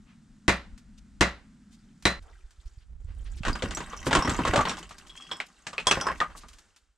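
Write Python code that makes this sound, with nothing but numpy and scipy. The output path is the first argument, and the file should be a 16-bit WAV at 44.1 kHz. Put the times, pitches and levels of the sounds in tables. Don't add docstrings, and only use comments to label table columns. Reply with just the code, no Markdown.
import sys
import numpy as np
from scipy import signal
from scipy.fft import rfft, irfft, next_fast_len
from scipy.io import wavfile
from scipy.ndimage import uniform_filter1d

SR = 44100
rng = np.random.default_rng(int(sys.argv[2]) if len(sys.argv) > 2 else 0)


def log_audio(samples):
    frames = np.atleast_2d(samples).T
    limited = np.clip(frames, -1, 1)
    pcm = np.round(limited * 32767).astype(np.int16)
    wavfile.write(sys.argv[1], SR, pcm)


N = 307377
TIME = np.arange(N) / SR
AGE = np.arange(SR // 2) / SR
WALL_WIDTH = 0.4

# (time [s], level [dB], pitch [Hz], weight as extra thud [dB], hardness as treble [dB])
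LANDINGS = [(3.434, -42.5, 2660, -10, 1), (3.451, -32, 1510, -20, 5.5), (3.467, -35.5, 1870, 3, 0),
            (3.482, -31.5, 1120, 1.5, 1), (3.554, -38.5, 1220, -1, 0.5), (3.623, -34.5, 530, -24, 11),
            (3.631, -40, 545, 13.5, -57), (3.709, -41.5, 1110, -2, 7.5), (3.771, -37, 1240, -2, 3),
            (3.804, -38.5, 970, -4, 1), (3.933, -38, 1164, -34, -2), (4.067, -30, 524, 6.5, -3),
            (4.11, -27.5, 842, -19.5, 3), (4.129, -23, 1690, -3.5, 2), (4.151, -22, 1067, 0, 3.5),
            (4.169, -26.5, 1080, -5, -4), (4.191, -30, 1020, -5, -2.5), (4.222, -32.5, 1120, -16, -5),
            (4.248, -33, 990, 5.5, -4), (4.275, -32.5, 1250, 10.5, -4.5), (4.295, -39.5, 1670, -1, 10),
            (4.311, -39.5, 1280, 8.5, -10), (4.345, -36.5, 1220, -19.5, 2), (4.39, -32, 970, 9.5, -8.5),
            (4.402, -39.5, 1120, -9, -16), (4.451, -27.5, 1073, -6, 0), (4.475, -30, 1100, 1, 1),
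            (4.536, -22.5, 580, -18, -2.5), (4.559, -25, 1180, -4.5, 3.5), (4.576, -28, 847, 5, -2),
            (4.59, -22.5, 1142, -56, -12), (4.609, -28.5, 1170, -8, -4.5), (4.653, -29.5, 920, -48, 10),
            (4.672, -31, 1070, -20, -1.5), (4.695, -36, 3700, -9, 9.5), (4.715, -37, 1220, -7, 2),
            (4.77, -46, 970, -3, 6.5), (4.828, -48.5, 2970, -7.5, 6), (4.909, -48, 1182, -9, 5.5),
            (5.3152, -36.5, 1070, -15, 1.5), (5.402, -33, 2240, -43, 10), (5.668, -39.5, 1720, -8, 9.5),
            (5.731, -44, 1180, -10, 5), (5.781, -28.5, 2540, -62, -2), (5.8, -43.5, 2550, -12, 6),
            (5.869, -23.5, 1020, -14, -9), (5.9116, -21, 2650, -11.5, 7), (5.972, -34.5, 534, 3, -13),
            (6.041, -42.5, 850, -10, -7), (6.013, -36.5, 1380, -15, -7), (6.058, -35.5, 1030, -21, -23),
            (6.068, -27, 1084, -15, -22), (6.087, -33.5, 1615, -14, -30.5), (6.101, -33, 1080, -20, -19),
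            (6.203, -27.5, 1855, -26.5, 5), (6.214, -25, 1220, -47, -21.5), (6.351, -51, 1175, -3, -28),
            (6.435, -52, 1200, -4.5, -15)]
# (frequency [Hz], level [dB], t60 [s])
SLAB_MODES = [(3322, 7.5, 0.13), (3360, -19.5, .035), (3560, -19.5, .04), (5030, -22, .04),
              (5300, -10.5, 0.36), (6400, -30.5, .05), (7740, -14, 0.069)]


def from_db(db):
    return 10 ** (np.asarray(db) / 20)


def rms_one(x):
    return x / np.sqrt(np.mean(x ** 2) + 1e-20)


def at_level(x, db):
    return x * from_db(db) / np.sqrt(np.mean(x[..., :SR // 50] ** 2) + 1e-20)


def in_time(curve):
    return np.interp(TIME, *np.transpose(curve))


def at_hz(points, hz, column=1):
    points = np.array(points)
    return np.interp(np.log(hz), np.log(points[:, 0]), points[:, column])


def band(x, low_hz, high_hz, order=2):
    sos = signal.butter(order, [low_hz, min(high_hz, SR / 2.1)], "band", fs=SR, output="sos")
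    return signal.sosfilt(sos, x)


def fade(t60):
    return np.exp(-np.log(1000) * AGE / t60)


def modes(table):
    return sum(rng.choice([-1, 1]) * from_db(db) * fade(t60) * np.sin(2 * np.pi * hz * AGE)
               for hz, db, t60 in table)


def add(out, s, sound):
    start = round(s * SR)
    out[:, start:start + sound.shape[-1]] += sound[..., :N - start]


def scatter(size, width):
    mid, side = rng.standard_normal((2, size))
    return np.array([mid + width * side, mid - width * side])


def wander(size, smooth_s):
    return rms_one(uniform_filter1d(rng.standard_normal(size), round(smooth_s * SR)))


def chatter(depth_db=4.5, smooth_s=0.0017):
    return from_db(depth_db * wander(len(AGE), smooth_s))


def abrupt_cut(cut_s=2.198, fade_s=0.0041):
    return np.clip((cut_s - TIME) / fade_s, 0, 1)


def crevice(t60, direct_db, lumpy_db=2.0):
    mid, side, lumps = rng.standard_normal((3, len(AGE)))
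    side = WALL_WIDTH * signal.lfilter(*signal.butter(1, 900, "high", fs=SR), side)
    lumps = np.repeat(lumps, SR // 1000)[:len(AGE)]
    walls = np.array([mid + side, mid - side]) * from_db(lumpy_db * lumps)
    walls *= fade(t60) + from_db(-35.5) * fade(0.085)
    walls /= np.sqrt(np.mean(np.sum(walls ** 2, axis=1)))
    walls[:, 0] += from_db(direct_db)
    return walls


def in_crevice(sound, t60, direct_db):
    return signal.fftconvolve(sound[None], crevice(t60, direct_db), axes=1)[:, :len(sound)]


def coloured_noise(spectrum, width):
    size = next_fast_len(N)
    hz = np.maximum(np.fft.rfftfreq(size, 1 / SR), 1)
    roll_off = (1 + (hz / spectrum[-1][0]) ** 8) * (1 + (spectrum[0][0] / hz) ** 4)
    gain = from_db(at_hz(spectrum, hz)) / roll_off
    return rms_one(irfft(rfft(scatter(N, width), size) * gain, size)[:, :N])


def grains(spectrum, per_s, spread_db, cycles, count=22):
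    strengths = from_db(spread_db * np.minimum(rng.exponential(1, N), 4)) * rng.choice([-1, 1], N)
    clicks = strengths * (rng.random(N) < per_s / SR)
    dealt, out = rng.integers(0, count, N), 0
    for k, hz in enumerate(np.geomspace(spectrum[0][0], spectrum[-1][0], count)):
        radius, angle = from_db(-60 * hz / (cycles * SR)), 2 * np.pi * hz / SR
        contacts = clicks * (dealt == k) + 1e-12 * strengths
        ring = signal.lfilter([1, 0, -1], [1, -2 * radius * np.cos(angle), radius ** 2], contacts)
        out = out + from_db(at_hz(spectrum, hz)) * rms_one(ring)
    return rms_one(out)


def wind(gust_db=3.0, gust_s=0.071, split_hz=43, strong_db=-44):
    # (time [s], level [dB])
    strength = [(0.0, -59), (0.5, -65.5), (0.66, -44.5), (0.85, -58.5), (1.26, -50), (1.47, -61.5),
                (1.98, -67), (2.23, -49), (2.5, -61), (3.36, -35.5), (3.92, -46.5), (4.44, -41.5),
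                (4.76, -51), (5.45, -67.5), (5.67, -67.5), (6.09, -44.5), (6.52, -59.5), (6.97, -72.5)]
    # (frequency [Hz], density [dB])
    colour = [(12, -36), (20, -2), (38, 1.5), (73, -5), (109, -20.5), (236, -37), (300, -44), (390, -83),
              (660, -120)]
    # (centre time [s], peak [dB], frequency [Hz])
    buffets = [(2.451, -39, 30), (2.593, -44.5, 35.7), (2.667, -32, 33.2), (2.779, -40.5, 55.4),
               (2.942, -52, 60), (3.053, -31, 51.9), (3.409, -29, 111), (3.50, -23, 49.4),
               (4.19, -21, 44.7), (4.5, -21.5, 56.7)]
    # (time [s], left minus right [dB])
    balance = [(0.0, 3.5), (1.88, -1), (3.09, -5.5), (3.73, -4), (4.72, -3.5), (4.85, -3), (6.97, -3)]
    level_db = in_time(strength) + 0.5 + gust_db * wander(N, gust_s)
    eddies = coloured_noise(colour, width=0.23)
    large = signal.sosfiltfilt(signal.butter(2, split_hz, fs=SR, output="sos"), eddies)
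    small = (eddies - large) * from_db(0.17 * (level_db - strong_db))
    out = from_db(level_db) * (large + small)
    for s, db, hz in buffets:
        turn = 2 * np.pi * hz * (TIME - s)
        out += from_db(db) * turn * np.exp(.5 * (1 - np.minimum(turn ** 2, 100)))
    return out * from_db(in_time(balance) * np.array([[.5], [-.5]]))


def drone(db=-56.5):
    # (frequency [Hz], density [dB])
    colour = [(90, -7.5), (150, -9), (220, -0.5), (280, -14.5), (360, -27), (500, -51.5)]
    return from_db(db) * abrupt_cut() * coloured_noise(colour, width=.1)


def air():
    # (time [s], level [dB])
    loudness = [(0, -70.5), (2.7, -70.5), (2.95, -79), (3.2, -71), (6.6, -64), (6.97, -83)]
    # (frequency [Hz], density [dB])
    colour = [(200, 3.5), (350, -4), (550, -8.5), (800, -6.5), (1100, -7.5), (1420, -3), (2500, -11),
              (5000, -12), (7600, -11.5), (10000, -18.5), (15000, -38.5)]
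    return from_db(in_time(loudness)) * coloured_noise(colour, width=0.22)


def scuffs(grain_db=6.0):
    # (centre time [s], half length [s], level [dB], band frequency [Hz])
    rubs = [(0.107, 0.028, -63.5, 1990), (0.986, .006, -57, 4770), (1.737, 0.017, -61, 5300),
            (2.283, 0.031, -59, 790), (2.821, .013, -66, 2800), (3.11, 0.023, -63.5, 1840),
            (3.27, 0.014, -56.5, 2670), (3.385, 0.01, -52.5, 4000), (4.074, 0.012, -36.5, 6400),
            (5.469, 0.0059, -56, 7000), (6.184, 0.01, -55, 5600), (6.312, 0.013, -52.5, 1190),
            (6.381, 0.012, -47.5, 7000), (6.422, 0.013, -56.5, 4500)]
    out = np.zeros((2, N))
    for s, half_s, db, hz in rubs:
        catches = scatter(len(AGE), WALL_WIDTH) * from_db(grain_db * rng.standard_normal(len(AGE)))
        friction = rms_one(band(catches, hz / 2.22, hz * 1.5))
        pressure = np.exp(-.5 * (AGE / half_s - 2) ** 2) * np.minimum(2 * AGE / half_s, 1)
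        add(out, s - 2 * half_s, from_db(db) * pressure * friction)
    return out


def crushed_rock(width=0.73):
    # (frequency [Hz], density [dB], t60 [s])
    response = [(60, -5.5, 0.18), (150, 4, 0.2), (410, 4, 0.23), (790, -0.5, 0.27), (1220, 4.5, 0.23),
                (1960, 3, 0.26), (2800, -3.5, 0.26), (4500, -13.5, 0.3), (7000, -18, 0.19),
                (8900, -21, 0.08), (10800, -32.5, .12), (15000, -36, .1)]
    edges_hz = np.geomspace(45, 15500, 22)
    white = rng.standard_normal((2, 2, len(AGE)))
    crush, tail = from_db(-1) * fade(0.11), from_db(-38) * fade(1.0)
    out = 0
    for k, (low, high) in enumerate(zip(edges_hz, edges_hz[1:])):
        hz = np.sqrt(low * high)
        mid, side = white[k % 2]
        spread = width * hz / (hz + 900)
        noise = mid + spread * side * np.array([[1], [-1]])
        envelope = crush + fade(at_hz(response, hz, column=2)) + tail
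        burst = rms_one(band(noise * envelope, low, high))
        out = out + burst * from_db(at_hz(response, hz)) * np.sqrt(high - low)
    return out


def hammer(echo_s=0.052, echo_db=-34.0):
    # (time [s], body [dB], splinters [dB], splinter low cut [Hz], clank [dB], steel ring [dB])
    blows = [(0.4801, -15.5, -28, 420, -25.5, -36.5), (1.2092, -15, -25, 1800, -27, -36),
             (2.0538, -18, -26.5, 270, -28.5, -26.5)]
    # (frequency [Hz], level [dB], t60 [s])
    boom_modes = [(38, -9, 0.11), (63, -9, 0.32), (131, -9, 0.083), (183, -10.5, 0.22), (320.2, -3, 0.067),
                  (567, -14, 0.26), (673, -9.5, 0.13), (948, -16, 0.095)]
    # (frequency [Hz], level [dB], t60 [s])
    steel_modes = [(4050, -4, 0.26), (3830, 0.5, .09), (4010, -2.5, 0.076), (6600, -18.5, .09),
                   (7760, -17.5, 0.11)]
    # (frequency [Hz], level [dB], t60 [s])
    clank_modes = [(1430, -8, .1), (1803, -3.5, 0.19), (1950, -2.5, 0.23), (2017, -0.5, 0.13),
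                   (2390, -5.5, .16)]
    out = np.zeros((2, N))
    body = at_level(crushed_rock(), -2.2) + from_db(1.5) * modes(boom_modes)
    steel = in_crevice(modes(steel_modes), t60=0.13, direct_db=8.3)
    for s, db, splinter_db, splinter_hz, clank_db, steel_db in blows:
        splinters = band(crevice(0.16, -6.5, lumpy_db=3.5), splinter_hz, 7300, order=3)
        clank = in_crevice(modes(clank_modes), 0.17, 1.4) * chatter(depth_db=3.5, smooth_s=.002)
        ring = at_level(steel, steel_db) * chatter(depth_db=3.0)
        blow = from_db(db) * body + at_level(splinters, splinter_db) + at_level(clank, clank_db) + ring
        far_wall = at_level(band(crevice(0.27, -14.0), 400, 4500), db + echo_db)
        echo = np.pad(far_wall, ((0, 0), (round(echo_s * SR), 0)))[:, :len(AGE)]
        add(out, s, blow + echo)
    return out * abrupt_cut()


def grit():
    # (time [s], peak [dB])
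    crumbs = [(0.7783, -41), (2.0248, -36), (2.225, -48.5), (2.5082, -45), (2.6586, -51), (4.787, -30.5),
              (4.8926, -36), (4.983, -34.5), (5.0708, -39), (6.485, -35.5), (6.5318, -40), (6.5855, -38),
              (6.7627, -42.5)]
    out = np.zeros((2, N))
    for s, db in crumbs:
        tick = band(crevice(0.11, -7.5), 1000, 7700)
        add(out, s, from_db(db) * tick / np.abs(tick).max())
    return out


def cloth():
    # (centre time [s], half length [s], level [dB])
    moves = [(1.903, 0.13, -71), (2.32, 0.08, -63.5), (2.683, 0.097, -66.5), (3.304, 0.09, -61)]
    # (frequency [Hz], level [dB])
    colour = [(350, 3), (900, -22.5), (1450, 4.5), (2500, -3.5), (3500, -0.5), (6000, 4.5), (9000, -1.5)]
    effort = sum(from_db(db) * np.exp(-.5 * ((TIME - s) / half_s) ** 2) for s, half_s, db in moves)
    folds = effort * grains(colour, per_s=960, spread_db=6.0, cycles=20.0, count=16)
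    return from_db(-1.0) * in_crevice(folds, t60=0.075, direct_db=-9.0)


def heap_shaking(rise_s=.008, settle_t60=0.42):
    power = np.zeros((1, N))
    jolt = np.minimum(AGE / rise_s, 1) * fade(settle_t60)
    for s, db, _, weight_db, _ in LANDINGS:
        add(power, s, (from_db(db + 0.33 * weight_db) * jolt) ** 2)
    return np.sqrt(power[0])


def rubble(full_flow_db=-53.5):
    # (time [s], level [dB])
    trickle = [(3.0, -82), (3.36, -73.5), (3.62, -55.5), (4.03, -54.5), (4.27, -51), (4.61, -46),
               (4.9, -64.5), (5.31, -60), (5.51, -70), (5.74, -67), (5.89, -56.5), (6.06, -54.5),
               (6.16, -70), (6.55, -74), (6.84, -87.5), (6.97, -95)]
    # (frequency [Hz], level [dB])
    gravel_colour = [(160, 1), (300, -2), (600, -10.5), (1100, 5), (1800, 4), (3000, -17.5)]
    # (frequency [Hz], level [dB])
    sand_colour = [(2800, 7.5), (5000, 0.5), (8000, 8), (9500, -35), (11500, -39), (14500, -29)]
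    shaken, trickle_db = heap_shaking(), in_time(trickle)
    creep_db = full_flow_db + 1.45 * (trickle_db - full_flow_db)
    gravel_flow = np.hypot(from_db(-6) * shaken, from_db(creep_db + 8.5))
    sand_flow = np.hypot(from_db(-31) * shaken, from_db(trickle_db + 2))
    gravel = gravel_flow * grains(gravel_colour, per_s=1600, spread_db=5.0, cycles=13.0)
    sand = sand_flow * grains(sand_colour, per_s=1900, spread_db=8.0, cycles=26.0)
    loose = TIME > trickle[0][0]
    return from_db(-2.0) * in_crevice((gravel + sand) * loose, t60=0.081, direct_db=-2.2)


def stones(ring_cycles=36.4, overtone=1.62, hollow_ratio=1.36):
    # (low edge [Hz], high edge [Hz], t60 [s], level [dB], share of weight, share of hardness)
    voices = [(47.4, 338, 0.19, -3, 1, 0), (420, 1550, 0.11, -1.5, 0.13, 0),
              (1315, 3700, 0.11, -6, 0.14, 0.83), (4000, 8270, 0.12, -12, 0.42, 1.4)]
    out = np.zeros((2, N))
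    for s, db, hz, weight_db, hard_db in LANDINGS:
        attack_db = -11.5 + 0.43 * hard_db
        for low, high, t60, voice_db, by_weight, by_hardness in voices:
            contact = band(crevice(t60, attack_db), low, high, order=3)
            add(out, s, at_level(contact, db + voice_db + by_weight * weight_db + by_hardness * hard_db))
        hollow = band(crevice(0.15, -7.5), hz / hollow_ratio, hz * hollow_ratio)
        add(out, s, at_level(hollow, db - 9.5))
        ring_t60 = ring_cycles / hz
        ring = modes([(hz, 0, ring_t60), (hz * overtone, -18.0, ring_t60 / overtone)])
        ring_db = db - 2.5 - 0.15 * hard_db - 0.023 * weight_db
        add(out, s, at_level(in_crevice(ring, 0.13, 0.73), ring_db))
    return out


def chips(twin_ratio=1.045, ring_t60=.03):
    # (time [s], pitch [Hz], level [dB])
    clinks = [(3.53, 4850, -43), (3.749, 5750, -43.5), (3.749, 7520, -43), (3.773, 6580, -46),
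              (3.974, 5750, -50.5), (4.224, 5400, -40.5), (4.256, 5530, -46), (4.296, 7600, -43.5),
              (4.686, 5480, -42.5), (5.912, 5900, -35), (6.012, 5080, -42), (6.013, 5750, -41.5),
              (6.068, 5200, -45)]
    out = np.zeros((2, N))
    for s, hz, db in clinks:
        twins = modes([(hz, 0, ring_t60), (hz * twin_ratio, -6.5, ring_t60)])
        ring = in_crevice(twins, t60=.16, direct_db=1.1)
        snap = band(crevice(0.073, 0.0), hz / 1.4, hz * 1.8)
        add(out, s, at_level(ring, db + 4.0) + at_level(snap, db - 9.5))
    return out


def slab_hits():
    # (time [s], ring [dB], edge snap [dB])
    hits = [(5.095, -47.5, -65), (5.314, -33, -56), (5.87, -22.5, -25.5), (5.9127, -36, -46.5),
            (6.012, -40.5, -45.5), (6.069, -60, -45.5)]
    out = np.zeros((2, N))
    for s, ring_db, snap_db in hits:
        snap = band(crevice(0.11, -3.0), 4200, 9350, order=4)
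        ring = in_crevice(modes(SLAB_MODES), 0.097, 2.7) * chatter()
        add(out, s, at_level(snap, snap_db) + at_level(ring, ring_db))
    return out


def slab_drag(start_s=5.15, end_s=5.295, edge_s=0.0067, slips_per_s=160, spread_db=5.0):
    slipping = rng.random(N) < slips_per_s / SR
    slips = slipping * from_db(spread_db * rng.standard_normal(N)) * rng.choice([-1, 1], N)
    damped_slab = modes(SLAB_MODES) * fade(.09)
    ring = rms_one(signal.fftconvolve(slips, damped_slab)[:N])
    scrape = from_db(-7.0) * rms_one(band(slips, 1500, 8400, order=4))
    push = np.clip((TIME - start_s) / edge_s, 0, 1) * np.clip((end_s - TIME) / edge_s, 0, 1)
    return from_db(-54.5) * in_crevice((ring + scrape) * push, t60=0.084, direct_db=-2.5)


def scene():
    rock_work = hammer() + stones() + slab_hits() + chips() + slab_drag()
    return rock_work + grit() + scuffs() + cloth() + rubble() + drone() + air() + wind()


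def record(dry, left_lag_s=1.5e-5, right_shade_hz=11500, cutoff_hz=15700):
    # (frequency [Hz], gain [dB])
    treble = [(6000, 0), (8800, 1.5), (9800, -2.5), (12500, -1.5), (15500, -6.5)]
    size = next_fast_len(N + 100)
    hz = np.fft.rfftfreq(size, 1 / SR)
    left = np.exp(-2j * np.pi * hz * left_lag_s)
    right = 1 / np.sqrt(1 + (hz / right_shade_hz) ** 4)
    response = np.array([left, right]) * from_db(at_hz(treble, np.maximum(hz, 1)))
    heard = irfft(rfft(dry, size) * response, size)[:, :N]
    return signal.sosfilt(signal.cheby2(14, 60, cutoff_hz, fs=SR, output="sos"), np.tanh(heard))


dry = scene()
out = record(dry)
log_audio(out)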